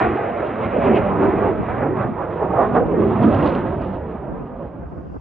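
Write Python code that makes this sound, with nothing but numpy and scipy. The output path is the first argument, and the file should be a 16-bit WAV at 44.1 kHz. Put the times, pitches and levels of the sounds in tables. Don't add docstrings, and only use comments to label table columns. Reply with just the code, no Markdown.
import sys
import numpy as np
from scipy import signal
from scipy.fft import rfft, irfft, next_fast_len
from scipy.io import wavfile
from scipy.ndimage import uniform_filter1d, minimum_filter1d

SR = 44100
rng = np.random.default_rng(int(sys.argv[2]) if len(sys.argv) > 2 else 0)


def attenuation_scalar(level_db):
    decades = np.asarray(level_db, float) / 20
    return 10 ** decades


def to_wav(s):
    ch = np.atleast_2d(s).T
    pcm = np.round(np.clip(ch, -1, 1) * 32767)
    wavfile.write(sys.argv[1], SR, pcm.astype(np.int16))


N = 229529
PADDED = next_fast_len(N + SR // 4)
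BLOCK = 40


def rms_one(x):
    return x / np.sqrt(np.mean(x ** 2) + 1e-20)


def in_time(rows):
    t_s, *columns = np.transpose(rows)
    return np.array([np.interp(np.arange(N) / SR, t_s, c) for c in columns])


def at_hz(points, column=1):
    hz = np.arange(PADDED // 2 + 1) * SR / PADDED + 1
    table = np.array(points)
    return np.interp(np.log(hz), np.log(table[:, 0]), table[:, column])


def colour(x, spectrum):
    return irfft(rfft(x, PADDED) * attenuation_scalar(at_hz(spectrum)), PADDED)[..., :N]


def impulses(events, gain_db, floor):
    clicks = np.full(N, floor)
    clicks[[round(t_s * SR) for t_s, db in events]] = attenuation_scalar(np.array(events)[:, 1] + gain_db)
    return clicks


def filled(coarse):
    return np.interp(np.arange(N) / BLOCK, np.arange(len(coarse)), coarse)


def drift(rate):
    r = np.exp(-2 * np.pi * BLOCK * rate / SR)
    noise = rng.standard_normal(N // BLOCK + 2002)
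    slow = signal.lfilter([1], [1, -2 * r, r * r], noise)[2000:]
    return filled(rms_one(slow))


def bumps(t_s, half_s):
    block_s = np.arange(0, N + BLOCK, BLOCK) / SR
    return np.exp(-((block_s - np.array(t_s)[:, None]) / np.array(half_s)[:, None]) ** 2)


def lifts(rows):
    t_s, half_s, db = np.transpose(rows)
    return filled(db @ bumps(t_s, half_s))


# t/s, level/dB, brightness/(dB/octave)
PASS = [(0.0, 10.5, 1.4), (0.15, 0.5, 2.5), (0.55, 0.4, 2), (1.0, 6.5, 0.4), (1.5, 3, 1), (2.0, -3.5, 0.5),
        (2.4, 1, 0.25), (2.9, 1.5, 0), (3.3, 6, 0.37), (3.55, 4.5, 0), (3.95, -1.6, -2), (4.3, -3.5, -1.03),
        (4.8, -8.5, -1.5), (5.2, -24, 2.5)]
PIVOT_HZ = 300
# t/s, half length/s, f/Hz, lift/dB
WIDE_SWELLS = [(0.042, 0.03, 700, 0), (0.092, 0.081, 65, 4.4), (0.642, 0.023, 2402, 4.3),
               (0.666, 0.029, 119, 5.2), (0.903, 0.1, 303, 9.5), (0.973, 0.017, 2440, 5),
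               (1.242, 0.037, 1067, 7), (1.45, 0.027, 87.1, 6.2), (1.452, 0.059, 983, 5.6),
               (1.834, 0.052, 882, 8.3), (2.016, 0.05, 1316, 8.7), (2.06, 0.019, 262, 5),
               (2.434, 0.037, 563, 10), (2.609, 0.085, 769, 13.5), (2.766, 0.021, 1442, 11),
               (2.785, 0.062, 524, 10.4), (3.239, 0.015, 2506, 5.5), (3.461, 0.13, 350, 7.1),
               (3.475, 0.13, 2955, 5.3), (3.877, 0.19, 2930, 4.4), (4.281, 0.026, 600, 3.9),
               (4.638, 0.036, 536, 6.2), (4.988, 0.044, 229, 9.7), (5.144, 0.19, 62, 27)]
# t/s, half length/s, f/Hz, lift/dB
NARROW_SWELLS = [(0.081, 0.58, 2080, 5), (0.114, 0.092, 334.4, 4.4), (0.25, 0.045, 606, 8),
                 (0.413, 0.091, 458, 6), (0.783, 0.037, 543, 6.7), (0.892, 0.21, 2430, 9.3),
                 (1.123, 0.056, 910, 3.7), (1.281, 0.14, 328, 11.2), (1.362, 0.078, 2104, 4),
                 (1.506, 0.053, 390, 9.9), (1.796, 0.42, 1760, 3), (1.914, 0.09, 320.4, 13),
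                 (1.958, 0.23, 130, 12), (2.207, 0.037, 1041, 11), (2.571, 0.017, 100.5, 7.7),
                 (2.641, 0.027, 1550, 5.6), (2.643, 0.094, 264, 2.7), (2.747, 0.065, 174.3, 8),
                 (3.0, 0.13, 164, 8.4), (3.013, 0.14, 334.3, 14), (3.255, 0.052, 166, 9),
                 (3.264, 0.047, 297, 15), (3.319, 0.24, 97.6, 7.4), (3.659, 0.035, 132, 7.1)]
# t/s, half length/s, f/Hz, lift/dB
SMALL_SWELLS = [(.91, 0.035, 230, 2.5), (2.3, 0.16, 460, 6), (9.4, .04, 80, 1.5), (3.25, 0.012, 92, 2.5),
                (.975, .02, 1700, -3), (5.5, 0.046, 330, 5.5), (2.5, .06, 81, 5), (2.3, 0.021, 610, 3.5),
                (2.7, 0.036, 300, -1.5), (.55, 0.062, 240, 3), (1.6, 0.02, 930, 0), (0.75, 0.031, 480, 8),
                (1.24, 0.035, 340, 3), (1.8, 0.038, 830, -3), (1.53, .04, 580, 0), (1.4, 0.018, 3300, 3.5),
                (1.8, .015, 290, -9), (2, 0.012, 500, -3.5), (1.5, 0.028, 1500, 1.5), (4.1, .03, 750, -1),
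                (5.7, 0.028, 1100, 7.5), (0.63, .06, 290, -3.5), (3.4, 0.034, 170, 1), (3.0, 0.012, 250, 6),
                (3.27, 0.017, 300, 3.5), (4, 0.065, 290, -1), (3.45, .05, 190, -5), (3.5, 0.013, 600, 3),
                (1.9, 0.034, 780, 0), (5.7, .012, 3300, -6), (2.1, 0.018, 250, 10), (3.5, .02, 880, -1),
                (0.054, 0.054, 2200, -0.5), (.025, 0.022, 370, 1.5), (3.48, .03, 4800, 4),
                (3.555, 0.0099, 2600, 0.5), (1.4, .03, 2500, 1.5), (3.44, 0.016, 700, -0.5),
                (3.57, .04, 3600, -0.5), (1.9, .06, 230, -3), (0.017, 0.052, 880, 0), (2.43, 0.017, 1000, -3),
                (3.04, 0.12, 320, 3), (3.3, 0.034, 510, 1.5), (1.83, .03, 1900, 3.5), (0.021, 0.027, 1500, 2),
                (.975, .015, 4000, -0.5), (2.7, .05, 400, -3.5), (1.87, .035, 330, 4.5),
                (2.22, 0.032, 1500, 1),
                (0.235, 0.08, 90, -4), (4.9, .06, 450, 4.5), (5.11, .04, 1150, -5), (3.199, .03, 140, 3.5),
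          (1.43, .04, 900, 3), (0.644, 0.037, 509, 4.5), (0.866, 0.072, 640, 3.5),
          (0.912, 0.087, 355, -1.5), (1.079, 0.036, 177.3, -5), (1.125, 0.044, 797, 0.5),
          (1.179, 0.044, 511, -2), (1.367, 0.046, 251, 4), (1.566, 0.04, 722, -6.5),
          (1.971, 0.08, 280.4, 3), (2.01, 0.071, 1430, 1.5), (2.166, 0.099, 178.2, -6.5),
          (2.172, 0.073, 450, -3), (2.551, 0.08, 127.6, -6), (2.682, 0.08, 1425, 2.5),
          (2.915, 0.054, 401, 2), (3.139, 0.041, 284, 6), (3.27, 0.096, 226.4, -1),
          (3.313, 0.078, 124, 2.5), (3.369, 0.08, 1818, 0), (3.447, 0.088, 79.8, -4.5),
          (3.457, 0.04, 1130, 5.5), (3.46, 0.08, 126, 3.5), (3.504, 0.08, 114.5, 1.5),
          (3.527, 0.088, 201.5, -5), (3.553, 0.096, 352, 4.5), (3.576, 0.08, 631, -6),
          (3.733, 0.089, 141.7, 8), (3.892, 0.07, 720, 4), (4.052, 0.08, 254.3, 3.5), (4.088, 0.08, 455, 0),
          (4.239, 0.064, 225.6, 3.5),
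                (0.005, 0.05, 336.6, -3), (0.075, 0.05, 860, -2), (0.245, 0.05, 106.5, -1.5),
           (0.305, 0.05, 269.0, -5.5), (0.425, 0.05, 66.2, 6), (0.454, 0.05, 133.7, -6),
           (0.452, 0.05, 270.3, 4), (0.525, 0.05, 67.2, 1.5), (0.635, 0.05, 67.0, -5),
           (0.844, 0.046, 425, -2), (0.944, 0.057, 135.0, -4), (1.145, 0.05, 855.0, 0),
           (1.345, 0.05, 107.0, 5.5), (1.585, 0.05, 429.4, 1.5), (1.685, 0.05, 214.0, -2),
           (1.775, 0.05, 134.7, 1), (2.135, 0.05, 67.0, 6), (2.202, 0.043, 422.5, 6),
           (2.256, 0.05, 107.0, -5.5), (2.425, 0.05, 426, -3.5), (2.435, 0.05, 67.1, -4),
           (2.575, 0.05, 67.0, 6), (2.885, 0.05, 107.1, 1.5), (2.917, 0.046, 339.0, 3.5),
           (3.195, 0.05, 135.0, 5), (3.283, 0.045, 135.0, 3), (3.425, 0.05, 133.2, 5.5),
           (3.513, 0.05, 107.0, 2.5), (3.605, 0.05, 67.2, -5), (3.727, 0.05, 67.1, -7.5),
           (3.815, 0.05, 67.0, -3.5), (3.814, 0.044, 135.0, 4.5), (3.905, 0.05, 214.0, 8.5),
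           (3.945, 0.046, 67.6, 3), (4.045, 0.05, 170.3, -5.5), (4.505, 0.05, 269.0, -4.5),
           (4.545, 0.039, 67.0, 8), (5.016, 0.054, 67.0, -5),
                (0.073, 0.038, 793, -1.5), (0.282, 0.039, 156.7, 5), (0.609, 0.035, 157.8, 6),
           (0.738, 0.038, 398, -5.5), (1.082, 0.035, 156.6, -4), (1.135, 0.035, 791, 2.5),
           (1.17, 0.032, 157.5, 5.5), (1.268, 0.038, 157, -4), (1.295, 0.028, 395, -5.4),
           (1.653, 0.035, 627, -3), (1.715, 0.035, 249, -6), (1.948, 0.035, 249.5, 3.5),
           (1.979, 0.032, 1253, 3.3), (2.059, 0.039, 397, 4), (2.157, 0.035, 157, -4),
           (2.168, 0.035, 396, 3.5), (2.288, 0.035, 157.6, -4), (2.294, 0.035, 498, -5.5),
           (2.379, 0.035, 157, -5.5), (2.429, 0.035, 397, -4), (2.646, 0.035, 249.3, 2.5),
           (2.732, 0.032, 156.7, 3), (2.753, 0.035, 794, -3.5), (2.804, 0.035, 314.5, 3.0),
           (2.868, 0.035, 157.2, -3.9), (2.926, 0.035, 395, 4), (3.103, 0.038, 395.5, -4),
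           (3.257, 0.032, 197.7, -2.5), (3.345, 0.035, 157, 4), (3.39, 0.035, 314, -3.2),
           (3.716, 0.035, 157, -4), (3.839, 0.035, 157, 4), (4.007, 0.035, 997, -5),
           (4.097, 0.039, 500, -3.5), (4.202, 0.035, 498, -4.5), (4.274, 0.035, 198, 3),
           (4.802, 0.035, 629, -5), (4.881, 0.035, 314, -4), (5.201, 0.029, 157, -8),
           (5.201, 0.035, 788, -5.5)]
WIDE_OCTAVES, NARROW_OCTAVES = 1.42, 0.49


def path_gain():
    level_db, tilt_db = in_time(PASS)
    narrow = NARROW_SWELLS + SMALL_SWELLS
    t_s, half_s, centre_hz, lift_db = np.transpose(WIDE_SWELLS + narrow)
    octaves = np.repeat([WIDE_OCTAVES, NARROW_OCTAVES], [len(WIDE_SWELLS), len(narrow)])
    shapes = bumps(t_s, half_s)

    def at(hz):
        nearness = np.exp(-(np.log2(hz / centre_hz) / octaves) ** 2)
        swell_db = (lift_db * nearness) @ shapes
        gain_db = level_db + tilt_db * np.log2(hz / PIVOT_HZ) + filled(swell_db)
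        return gain_db - 10 * np.log10(np.mean(attenuation_scalar(2 * gain_db[::BLOCK])))
    return at


# t/s, rise/dB
SURGES = [
    (.957, 1),
    (1.188, 2),
    (1.342, -1),
    (1.686, 4.5),
    (1.964, 2.5),
    (2.743, 1.5),
    (3.815, 0.5),
    (4.258, -0.5),
    (4.996, -0.5),
]


def surges(fade_s):
    jumps = np.zeros(N)
    jumps[[round(t_s * SR) for t_s, db in SURGES]] = np.array(SURGES)[:, 1]
    return signal.lfilter([1], [1, -np.exp(-1 / (fade_s * SR))], jumps)


# delay/ms, wander/ms, level/dB
BENT_PATHS = [
    (2.8, 0.7, -10),
    (4.6, 1.1, -8.5),
    (7.5, 1.5, -10),
]


def paths(x):
    out, n = x, np.arange(N)
    dull = signal.sosfilt(signal.butter(1, 900, fs=SR, output="sos"), x)
    for delay_ms, wander_ms, echo_db in BENT_PATHS:
        read = n - SR / 1000 * (delay_ms + wander_ms * drift(1.453))
        out = out + attenuation_scalar(echo_db) * np.array([np.interp(read, n, row) for row in dull])
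    return out


# f/Hz, level/dB
ROAR_COLOUR = [(13, -54.5), (22, -20.5), (40, -15), (106, 2), (186, -0.5), (257, -1.5), (299, -1.5),
               (347, -0.5), (501, -4.5), (621, -5), (1190, -14), (1440, -19.5), (2470, -29.5), (3800, -51),
               (4940, -78), (8360, -120)]
# t/s,
# half length/s, lift/dB
BURSTS = [(.0, 0.00043, 39), (.04, .02, 4), (.16, .015, 3), (.47, 0.017, 6.5), (.64, 0.025, 3.5),
          (.85, 0.027, 8.5), (.97, 0.02, 6), (1.25, 0.024, 5.5), (1.45, 0.078, 2.5), (2.02, 0.032, 3.5),
          (2.335, 0.022, 5), (2.63, 0.048, 9), (2.76, 0.032, 5.5), (3.1, 0.097, 5.5), (3.24, 0.035, 7.5),
          (3.33, 0.099, 8), (3.47, 0.018, 6.5), (3.52, 0.066, 6.5), (3.6, .045, 4.5), (3.67, 0.021, 6),
          (3.745, .04, 4), (3.86, 0.062, 12), (3.95, 0.036, 9.5), (4.12, .06, 6.5), (4.47, .02, 6.5),
          (4.65, 0.054, 9)]
ROAR_DB = -19
RASP_FROM_HZ, RASP_SHARE_PER_OCTAVE = 2360, 1
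MONO_FROM_HZ, OPENS_AT, BURST_OPENS_PER_DB = 1700, 1.6, .05


def roar(shared_db, own_db):
    path_db = path_gain()
    burst_db = lifts(BURSTS[1:])
    sudden_db = surges(fade_s=0.16)
    edges_hz = 20 * 2 ** np.arange(0, 8.6, 1 / 3)
    white = rng.standard_normal((2, 2, N))
    eddies, out = drift(9.2), 0
    for k, (low, high) in enumerate(zip(edges_hz, edges_hz[1:])):
        hz = np.sqrt(low * high)
        own = drift(10.9)
        twinkle_db = shared_db * np.clip(hz / 900, .1, 1) * eddies + own_db * own
        surge_db = np.clip(hz / 500, 0, 1) * sudden_db
        rasp_db = RASP_SHARE_PER_OCTAVE * max(np.log2(hz / RASP_FROM_HZ), 0) * burst_db
        band_pass = signal.butter(2, [low, high], "band", fs=SR, output="sos")
        band = signal.sosfilt(band_pass, white[k % 2])
        if hz > MONO_FROM_HZ:
            width = np.clip(4 * (own + BURST_OPENS_PER_DB * burst_db - OPENS_AT), 0, 1)
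            band = band * [np.ones(N), width]
        out = out + attenuation_scalar(path_db(hz) + twinkle_db + surge_db + rasp_db) * band
    return attenuation_scalar(ROAR_DB) * rms_one(paths(colour(out, ROAR_COLOUR)))


# f/Hz, level/dB
CRACKLE_COLOUR = [(1500, -38), (2800, 6.5), (3800, -7), (5000, -16.5), (6500, -28.5), (8200, -41.5),
                  (10000, -65)]
# t/s, peak level/dB
SHOCKS = [(0.1594, -55), (0.9597, -40.5), (0.9717, -54), (.9795, -54), (0.9855, -46.5), (.992, -57),
          (1.2494, -61), (1.4182, -74), (2.334, -67), (2.624, -64), (2.742, -62), (3.2297, -45),
          (3.2595, -45), (3.348, -40.5), (3.386, -44), (3.4113, -49), (3.428, -43.5), (3.4342, -41.5),
          (3.4454, -45), (3.46, -42), (3.4762, -42.5), (3.4972, -56), (3.5183, -47.5), (3.551, -41),
          (3.5895, -54), (3.8195, -49.5), (.4095, -57), (.7682, -57), (1.3214, -59), (1.5025, -62),
          (2.615, -62.5), (2.6618, -58.5), (2.749, -54), (2.7746, -58), (2.799, -59), (3.0789, -58),
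          (3.2929, -57), (3.376, -50.5), (3.36, -54.5), (.0475, -49), (.032, -57), (.181, -60), (.643, -56),
          (3.401, -51), (3.465, -48), (3.4696, -48.5), (3.4855, -49), (3.4935, -47.5), (3.504, -48),
          (3.526, -50), (3.537, -54), (3.556, -48), (3.5607, -54), (3.691, -64), (3.8013, -62)]
CRACKLE_DB, CRACKLE_HZ, CRACKLE_FOLLOWS = -68, 3200, 0.61


def crackle(per_s, spread_db, tail_s):
    arrives = rng.random(N) < per_s / SR
    sizes = attenuation_scalar(spread_db * np.minimum(rng.exponential(1, N), 5)) * arrives
    level_db = CRACKLE_DB + CRACKLE_FOLLOWS * path_gain()(CRACKLE_HZ) + lifts(BURSTS)
    dense = attenuation_scalar(level_db) * rms_one(colour(sizes, CRACKLE_COLOUR))
    fronts = impulses(SHOCKS, gain_db=-7.0, floor=0.0)
    decay = signal.lfilter([1], [1, -np.exp(-1 / (tail_s * SR))], fronts + 1e-18)
    tails = 0.68 * rng.standard_normal(N) * decay
    unit = np.zeros(N)
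    unit[N // 2] = 1
    high_pass = signal.butter(4, 3800, "high", fs=SR, output="sos")
    top = signal.sosfilt(high_pass, colour(unit, CRACKLE_COLOUR))
    return dense + colour(fronts + tails, CRACKLE_COLOUR) / abs(top).max()


# f/Hz, left minus right/dB, left lead/rad, likeness 0-1
PORTS = [(40, 1.5, 0.1, 0.95), (100, -0.4, 0.23, 0.99), (180, -0.7, -0.72, 1), (300, -1.5, -0.27, 1),
         (450, -3, 0.68, 0.92), (620, -4.5, -0.85, 0.95), (800, -0.5, -0.66, 0.63),
         (1000, -4.5, -1.2, 0.82), (1250, -5, -0.75, 0.83), (1500, -3.9, -0.01, 0.72),
         (1800, -0.5, 0.63, 0.76)]
# f/Hz, left minus right/dB, left lead/rad, likeness 0-1
UPPER_PORTS = [(2030, 0, 0, .94), (3400, 0, 0, .94), (3800, 0, 0, 1), (5100, 0, 0, 1), (5250, 0, 0, .5),
               (7200, 0, 0, .15), (9000, 0, 0, .3)]
# f/Hz, left minus right/dB, left lead/rad, likeness 0-1
TURNED_PORTS = [(40, -3, 0.02, 0.91), (100, -0.3, -0.02, 1), (180, -1.4, -0.07, 0.93),
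                (300, -3, -0.21, 0.94), (450, -2.5, -0.4, 0.91), (620, -7.5, -0.09, 0.93),
                (800, -3.5, -0.05, 0.94), (1000, -5.5, -0.28, 0.88), (1250, -7.5, 0.03, 0.87),
                (1500, -1.5, 0.29, 0.92), (1800, 0.5, 0.16, 0.94)]
# t/s, share of swing 0-1
TURN = [
    (0, 0.0),
    (.8, .1),
    (1.5, 0.6),
    (2.1, 0.8),
    (3, .95),
    (5.21, 0.7),
]


def one_pose(direct, scattered, table):
    alike = np.clip(at_hz(table, column=3), 0, 1)
    mid = np.sqrt((1 + alike) / 2) * rfft(direct, PADDED)
    side = np.sqrt((1 - alike) / 2) * rfft(scattered, PADDED)
    shade = attenuation_scalar(at_hz(table) / 2) * np.exp(.5j * at_hz(table, column=2))
    return irfft([(mid + side) * shade, (mid - side) / shade], PADDED)[:, :N]


def ports(direct, scattered):
    swing = np.clip(in_time(TURN), 0, 1)
    before = one_pose(direct, scattered, PORTS + UPPER_PORTS)
    after = one_pose(direct, scattered, TURNED_PORTS + UPPER_PORTS)
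    return (1 - swing) * before + swing * after


# t/s, level/dB
GUSTS = [(0, -64), (.85, -57), (1.1, -39), (1.45, -34), (1.62, -33.5), (1.85, -39), (2.2, -43.5),
         (2.45, -51.5), (2.65, -32), (3, -37.5), (3.3, -48), (3.55, -41), (3.85, -61), (4.6, -49),
         (5.21, -40.5)]
# t/s, half length/s, lift/dB
PUFFS = [
    (4.33, 0.064, 18),
    (4.42, .03, 15),
    (4.53, .03, 4),
    (4.86, 0.065, 9.5),
    (5.03, 0.04, 4),
    (5.13, 0.045, 2),
    (5.2, 0.024, -5.5),
]
# f/Hz, level/dB
WIND_COLOUR = [(25, -19), (70, -7), (140, 3), (350, -3), (900, -16), (1550, -22), (2000, -51.5),
               (4000, -110)]


def wind(lumpy_db, alike):
    mid, side = rms_one(colour(rng.standard_normal((2, N)), WIND_COLOUR))
    lumps = attenuation_scalar(in_time(GUSTS)[0] + lifts(PUFFS) + lumpy_db * drift(25))
    return lumps * (alike * mid + side * [[1], [-1]])


# t/s, level/dB
RUSTLE = [
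    (.9, -103.5),
    (1.5, -90),
    (1.75, -100),
    (4.2, -104),
    (4.45, -90),
    (4.65, -92),
    (4.88, -87),
    (5.14, -78.5),
    (5.21, -78),
]
# f/Hz, level/dB
RUSTLE_COLOUR = [(2500, -24), (4800, 5.5), (6800, -0.5), (8500, -8), (10000, -25)]


def rustle():
    silence = [(RUSTLE[0][0] - .3, -120)]
    level_db = in_time(silence + RUSTLE)[0] + 1.5 * drift(6)
    return attenuation_scalar(level_db) * rms_one(colour(rng.standard_normal(N), RUSTLE_COLOUR))


# t/s, level/dB
VOLLEY = [(3.2305, -42), (3.461, -36.5), (3.466, -42), (3.4706, -37.5), (3.4754, -31.5), (3.4855, -42),
          (3.490, -40), (3.494, -40.5), (3.4984, -39), (3.504, -41.5), (3.551, -36), (3.5555, -40.5)]
VOLLEY_HZ = (2580, 4430)


def volley():
    clicks = impulses(VOLLEY, gain_db=20.0, floor=1e-18)
    return signal.sosfilt(signal.butter(4, VOLLEY_HZ, "band", fs=SR, output="sos"), clicks)


# t/s, peak level/dB
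THUDS = [
    (4.007, -29),
    (4.651, -22.5),
    (4.789, -23),
    (4.856, -20),
    (4.969, -20.5),
    (5.107, -29),
    (5.167, -22),
]


def thuds(hz, t60):
    pushes = impulses(THUDS, gain_db=-3.5, floor=1e-18)
    soft = signal.sosfilt(signal.butter(2, 220, fs=SR, output="sos"), pushes)
    r, w = attenuation_scalar(-60 / (t60 * SR)), 2 * np.pi * hz / SR
    return signal.lfilter([0, np.sin(w)], [1, -2 * r * np.cos(w), r * r], soft)


def scene():
    direct, scattered = roar(shared_db=1.0, own_db=1.41)
    treble = crackle(per_s=5200, spread_db=2.5, tail_s=0.0011) + rustle() + volley()
    trailing = colour(np.roll(treble, 41), [(4500, -40), (5200, 0)])
    ahead = direct + treble + thuds(hz=70, t60=0.15)
    return ports(ahead, scattered + trailing) + wind(lumpy_db=4.5, alike=0.72)


def top_cut(x):
    return signal.sosfilt(signal.butter(12, 10320, fs=SR, output="sos"), x)


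def record(dry):
    x = signal.sosfilt(signal.butter(4, 42, "high", fs=SR, output="sos"), dry)
    allowed = np.minimum(1, .85 / (abs(x).max(axis=0) + 1e-9))
    held = minimum_filter1d(allowed, size=601)
    x = x * uniform_filter1d(uniform_filter1d(held, size=300), size=300)
    bass = signal.sosfilt(signal.butter(2, 420, fs=SR, output="sos"), x)
    clock_hz = 9600
    image = attenuation_scalar(-62.5) * bass * np.cos(2 * np.pi * clock_hz * np.arange(N) / SR)
    hiss = attenuation_scalar(-101) * rng.standard_normal((2, N))
    return top_cut(x + image + hiss)


dry = scene()
out = record(dry)
to_wav(out)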